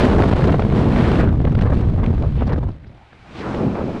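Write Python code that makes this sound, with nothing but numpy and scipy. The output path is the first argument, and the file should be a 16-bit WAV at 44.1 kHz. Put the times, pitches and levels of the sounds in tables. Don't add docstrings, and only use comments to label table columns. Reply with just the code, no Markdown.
import sys
import numpy as np
from scipy import signal
from scipy.fft import rfft, irfft
from scipy.io import wavfile
from scipy.ndimage import uniform_filter1d

SR = 44100
rng = np.random.default_rng(int(sys.argv[2]) if len(sys.argv) > 2 else 0)


def dump_mix(stems):
    frames = np.atleast_2d(stems).T
    limited = np.clip(frames, -1, 1)
    pcm = np.round(limited * 32767).astype(np.int16)
    wavfile.write(sys.argv[1], SR, pcm)


N = 176400
TIME = np.arange(N) / SR


def from_db(db):
    return 10 ** (np.asarray(db) / 20)


def rms_one(x):
    return x / np.sqrt(np.mean(x ** 2) + 1e-20)


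def in_time(rows):
    return np.interp(TIME, *np.transpose(rows))


def butter(x, order, hz, kind):
    return signal.sosfilt(signal.butter(order, min(hz, .45 * SR), kind, fs=SR, output="sos"), x)


def drift(hz):
    return rms_one(butter(rng.standard_normal(N + SR), order=2, hz=hz, kind="low")[SR:])


def noise(colour):
    hz, db = np.transpose(colour)
    bin_hz = np.maximum(np.arange(N // 2 + 1) * SR / N, 1)
    gain = from_db(np.interp(np.log(bin_hz), np.log(hz), db)) * (bin_hz > 10)
    return rms_one(irfft(rfft(rng.standard_normal(N)) * gain, N))


def evened(x, span_s):
    size = max(int(span_s * SR), 2)
    power = uniform_filter1d(uniform_filter1d(x ** 2, size), size)
    return x / np.sqrt(np.abs(power) + 1e-12)


def swell(peak_s, length_s, db):
    return from_db(db) * np.exp(-(2 * (TIME - peak_s) / length_s) ** 2)


def air_tone(glide, q):
    s, hz, db = np.transpose(glide)
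    flow, tone, state = rng.standard_normal(N), np.zeros(N), np.zeros((2, 2))
    for block in np.array_split(np.arange(N), N // 128):
        centre_hz = np.interp(TIME[block[0]], s, hz)
        radius = np.exp(-np.pi * centre_hz / q / SR)
        poles = [1, -2 * radius * np.cos(2 * np.pi * centre_hz / SR), radius ** 2]
        band_pass = [(1 - radius ** 2) / 2, 0, (radius ** 2 - 1) / 2] + poles
        low_pass = [sum(poles), 0, 0] + poles
        tone[block], state = signal.sosfilt([band_pass, low_pass], flow[block], zi=state)
    softened = butter(tone, order=3, hz=6570, kind="low")
    return from_db(np.interp(TIME, s, db)) * evened(softened, span_s=0.15)


def open_air():
    # (time [s], level [dB])
    rush_level = [(3.0, -76), (3.15, -61), (3.28, -51.5), (3.4, -42.5), (3.54, -41), (3.68, -45.5),
                  (4, -45)]
    # (frequency [Hz], relative level [dB])
    rush_colour = [(500, -8.5), (1100, 8.5), (1700, 5), (2400, -8), (2900, -1), (4000, -5), (5500, -11),
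                   (7000, -17.5), (9000, -23), (11000, -35.5), (15000, -67.5)]
    # (time [s], centre [Hz], level [dB])
    swish = [(3.28, 3030, -88), (3.35, 2870, -48.5), (3.39, 2760, -43), (3.43, 1460, -37),
             (3.47, 1090, -33), (3.55, 1050, -41.5), (3.62, 755, -32), (3.72, 600, -84)]
    # (time [s], centre [Hz], level [dB])
    lower_tone = [(2.88, 560, -58), (2.96, 670, -57), (3.02, 790, -51), (3.09, 770, -59), (3.2, 736, -63),
                  (3.27, 730, -47), (3.36, 740, -73)]
    # (time [s], centre [Hz], level [dB])
    upper_tone = [(2.8, 1980, -69), (2.99, 2200, -64), (3.27, 2370, -57), (3.36, 2380, -50)]
    rush = from_db(in_time(rush_level)) * noise(rush_colour)
    return rush + air_tone(swish, q=1) + air_tone(lower_tone, q=3.2) + air_tone(upper_tone, q=3.2)


def scrapes(width_octaves=0.4):
    # (peak time [s], length [s], level [dB], centre [Hz])
    strokes = [(2.391, 0.056, -48, 2850), (2.476, 0.013, -48, 4200), (2.531, 0.014, -46, 4050),
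               (2.718, 0.009, -58, 3850), (2.845, 0.0084, -48, 1790), (2.875, .018, -62.5, 4130),
               (3.416, .03, -52, 4200)]
    edge_ratio = 2 ** (width_octaves / 2)
    friction, out = rng.standard_normal(N), np.zeros(N)
    for peak_s, length_s, db, hz in strokes:
        band = butter(friction, order=6, hz=hz * edge_ratio, kind="low")
        band = butter(band, order=6, hz=hz / edge_ratio, kind="high")
        out += swell(peak_s, length_s, db) * evened(band, span_s=0.005)
    return out


def whistles(fall_octaves_per_s=2.6):
    # (peak time [s], length [s], level [dB], pitch at the peak [Hz])
    breaths = [(1.283, 0.077, -38.5, 1460), (1.688, .085, -37.5, 1000)]
    out = np.zeros(N)
    for peak_s, length_s, db, hz in breaths:
        glide = [(peak_s + dt, hz * 2 ** (-fall_octaves_per_s * dt), 0) for dt in (-length_s, length_s)]
        out += swell(peak_s, length_s, db) * air_tone(glide, q=3.5)
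    return out


def spits(pivot_hz=1000):
    # (peak time [s], length [s], level [dB], tilt about the pivot [dB/octave])
    slaps = [(0.223, 0.0025, -12.5, -0.5), (.328, .006, -21, -2), (0.397, 0.0049, -11.5, -9.5),
             (0.423, 0.0056, -17, -4), (0.442, 0.0062, -22, -3), (0.494, .012, -15.5, -5.5),
             (0.528, .008, -24, -0.5), (.545, 0.0082, -14, -4), (0.596, .0035, -12, -4.5),
             (0.6227, 0.0044, -17, -3.3), (0.701, 0.0028, -21, -2), (0.725, 0.0054, -22, -3.5),
             (.962, 0.0063, -19.5, -1), (1.291, .004, -31.5, 0), (1.4035, 0.0034, -19, -7.5),
             (1.4522, 0.0057, -20.5, -0.6), (1.476, 0.014, -25, -4), (1.521, 0.0038, -36, 3.5),
             (1.553, 0.0058, -25, 2), (1.582, 0.0044, -30, -1), (1.591, 0.0068, -26, 0),
             (1.613, 0.0065, -29, 2), (1.622, 0.0082, -27, 3), (1.665, .005, -25.5, -4),
             (1.726, .007, -27, -3.5), (1.799, 0.0064, -29, -3.5), (2.042, 0.0087, -28, -0.5),
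             (2.063, 0.0019, -26.5, 3), (2.225, 0.0055, -32, 2), (2.497, 0.012, -30, -1),
             (2.562, 0.0043, -26, -4), (3.131, 0.0055, -40.5, -1), (3.547, 0.006, -25.5, 0),
             (3.755, .005, -24.5, -3.5)]
    # (frequency [Hz], relative level [dB])
    puff_colour = [(200, -14.5), (500, 9), (900, 2.5), (1700, -1), (2700, -8), (4000, -16), (5500, -27.5),
                   (7000, -36), (9500, -44.5), (13000, -59)]
    hz, colour_db = np.transpose(puff_colour)
    out = np.zeros(N)
    for peak_s, length_s, db, tilt in slaps:
        tilted = np.transpose([hz, colour_db + tilt * np.log2(hz / pivot_hz)])
        out += swell(peak_s, length_s, db) * evened(noise(tilted), span_s=0.0078)
    return out


def flutter(flap_hz=50, ripple_hz=193, ripple_share=0.46):
    # (time [s], base spread [dB])
    spread = [(0, 2.5), (.45, 4), (.7, 3), (.8, 1), (1.2, 2.5), (1.35, 4), (2.35, 3.5), (2.6, 4),
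              (3.35, -1), (4, 3)]
    lumps = np.sqrt(1 - ripple_share) * drift(flap_hz) + np.sqrt(ripple_share) * drift(ripple_hz)
    return in_time(spread) * 3 * np.tanh(lumps / 3)


def turbulence(colour, flutter_db):
    return evened(noise(colour) * from_db(flutter_db), span_s=0.17)


def gusts(flutter_db):
    # (peak time [s], length [s], level [dB], low-pass cutoff [Hz])
    blasts = [(0.023, 0.053, -17, 4350), (0.187, 0.14, -19, 1600), (0.481, 0.44, -26, 1280),
              (1.068, 0.29, -21.5, 2840), (1.212, 0.069, -21.5, 2210), (1.45, 0.013, -18, 990),
              (1.683, 0.086, -25, 1720), (1.726, 0.017, -21, 1890), (1.835, 0.034, -27.5, 1800),
              (2.028, 0.11, -28.5, 1840), (2.237, 0.048, -25.5, 1160), (2.405, 0.079, -30.5, 3000),
              (2.421, 0.0088, -19.5, 1400), (2.519, 0.06, -22.5, 1900), (3.641, 0.15, -25.5, 610),
              (3.795, 0.096, -23.5, 1500), (3.879, 0.11, -27, 655)]
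    # (frequency [Hz], relative level [dB])
    flow_colour = [(80, -20), (220, 4), (450, 5), (900, -4.5), (1500, -9.5), (2500, -15.5), (6000, -26.5),
                   (11000, -58)]
    flow, out = turbulence(flow_colour, flutter_db), np.zeros(N)
    for peak_s, length_s, db, cutoff_hz in blasts:
        dulled = butter(flow, order=3, hz=cutoff_hz, kind="low")
        out += swell(peak_s, length_s, db) * evened(dulled, span_s=length_s)
    return out


def airstream(flutter_db):
    # (time [s], level before trim [dB])
    roar_level = [(0, -14), (.25, -18), (.37, -20.5), (.52, -14), (.64, -21.5), (.76, -13), (.92, -16.5),
                  (1.19, -13.5), (1.35, -22.5), (1.7, -19.5), (1.92, -24.5), (2.08, -18.5), (2.19, -27.5),
                  (2.33, -29), (2.42, -21.5), (2.46, -25), (2.53, -20), (2.7, -32.5), (2.77, -47),
                  (2.93, -44.5), (3.07, -70), (3.15, -43.5), (3.22, -54.5), (3.45, -30), (3.67, -16.5),
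                  (3.76, -28.5), (3.88, -23.5), (4, -31)]
    # (time [s], level before trim [dB])
    rasp_level = [(0, -18), (0.25, -20), (0.55, -28), (0.67, -32.5), (0.76, -20.5), (0.9, -23.5),
                  (0.98, -23), (1.22, -33.5), (1.3, -28), (1.4, -36), (1.65, -30), (1.9, -35), (2.1, -31),
                  (2.33, -44), (2.55, -30.5), (2.7, -35.5), (2.76, -57), (2.95, -54), (3.22, -61),
                  (3.35, -36.5), (3.48, -25), (3.65, -27.5), (3.85, -35.5), (4, -28)]
    # (time [s], level before trim [dB])
    hiss_level = [(0, -30), (.1, -38), (.45, -39), (.67, -47), (.78, -39), (.9, -42.5), (.97, -38),
                  (1.21, -38), (1.255, -52.5), (1.5, -53), (1.78, -47), (1.9, -52.5), (2.3, -53),
                  (2.52, -53.5), (2.63, -57), (2.78, -64), (3.1, -60), (4, -59)]
    # (frequency [Hz], relative level [dB])
    roar_colour = [(60, -29.5), (110, -5), (150, -3), (220, -1.5), (300, -9.5), (450, -17), (700, -31.5),
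                   (1500, -52), (4000, -79.5)]
    rasp_colour = [(150, -3), (330, 8.5), (480, 4), (700, 1.5), (1100, -4.5), (1800, -19), (3000, -32.5),
                   (6000, -42.5), (8800, -49), (12000, -78.5)]
    hiss_colour = [(300, -9), (800, 5.5), (1600, 4), (2800, -2), (3900, -5.5), (5200, -14.5), (6700, -20.5),
                   (9300, -25.5), (11300, -35), (14000, -72)]
    roar_trim_db, rasp_trim_db, hiss_trim_db = -1, -1.5, 5
    roar = from_db(in_time(roar_level) + roar_trim_db) * turbulence(roar_colour, 0.81 * flutter_db)
    rasp = from_db(in_time(rasp_level) + rasp_trim_db) * turbulence(rasp_colour, 1.4 * flutter_db)
    hiss = from_db(in_time(hiss_level) + hiss_trim_db) * turbulence(hiss_colour, 0.79 * flutter_db)
    return roar + rasp + hiss


def buffet(trim_db=0.5):
    # (time [s], level before trim [dB])
    pressure = [(0, -19.5), (.15, -16), (.8, -19.5), (1.25, -16), (1.8, -16), (2.45, -18), (2.69, -21),
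                (2.77, -40), (2.925, -39.5), (2.96, -46), (3.1, -54), (3.3, -46.5), (3.5, -31.5),
                (3.65, -31), (3.8, -31.5), (4, -39)]
    # (frequency [Hz], relative level [dB])
    thump_colour = [(10, -5.5), (24, -12.5), (42, -6), (68, -0.5), (110, -4), (150, -7.5), (250, -39),
                    (600, -97)]
    return from_db(in_time(pressure) + trim_db) * evened(noise(thump_colour), span_s=0.08)


def scene():
    flutter_db = flutter()
    on_the_mic = buffet() + airstream(flutter_db) + gusts(flutter_db) + spits()
    return (on_the_mic + open_air() + scrapes() + whistles())[None]


def record(dry):
    ceiling, cutoff_hz = 0.8, 15700
    rounded = dry / (1 + (dry / ceiling) ** 8) ** (1 / 8)
    return signal.sosfilt(signal.cheby2(12, 70, cutoff_hz, fs=SR, output="sos"), rounded)


dry = scene()
out = record(dry)
dump_mix(out)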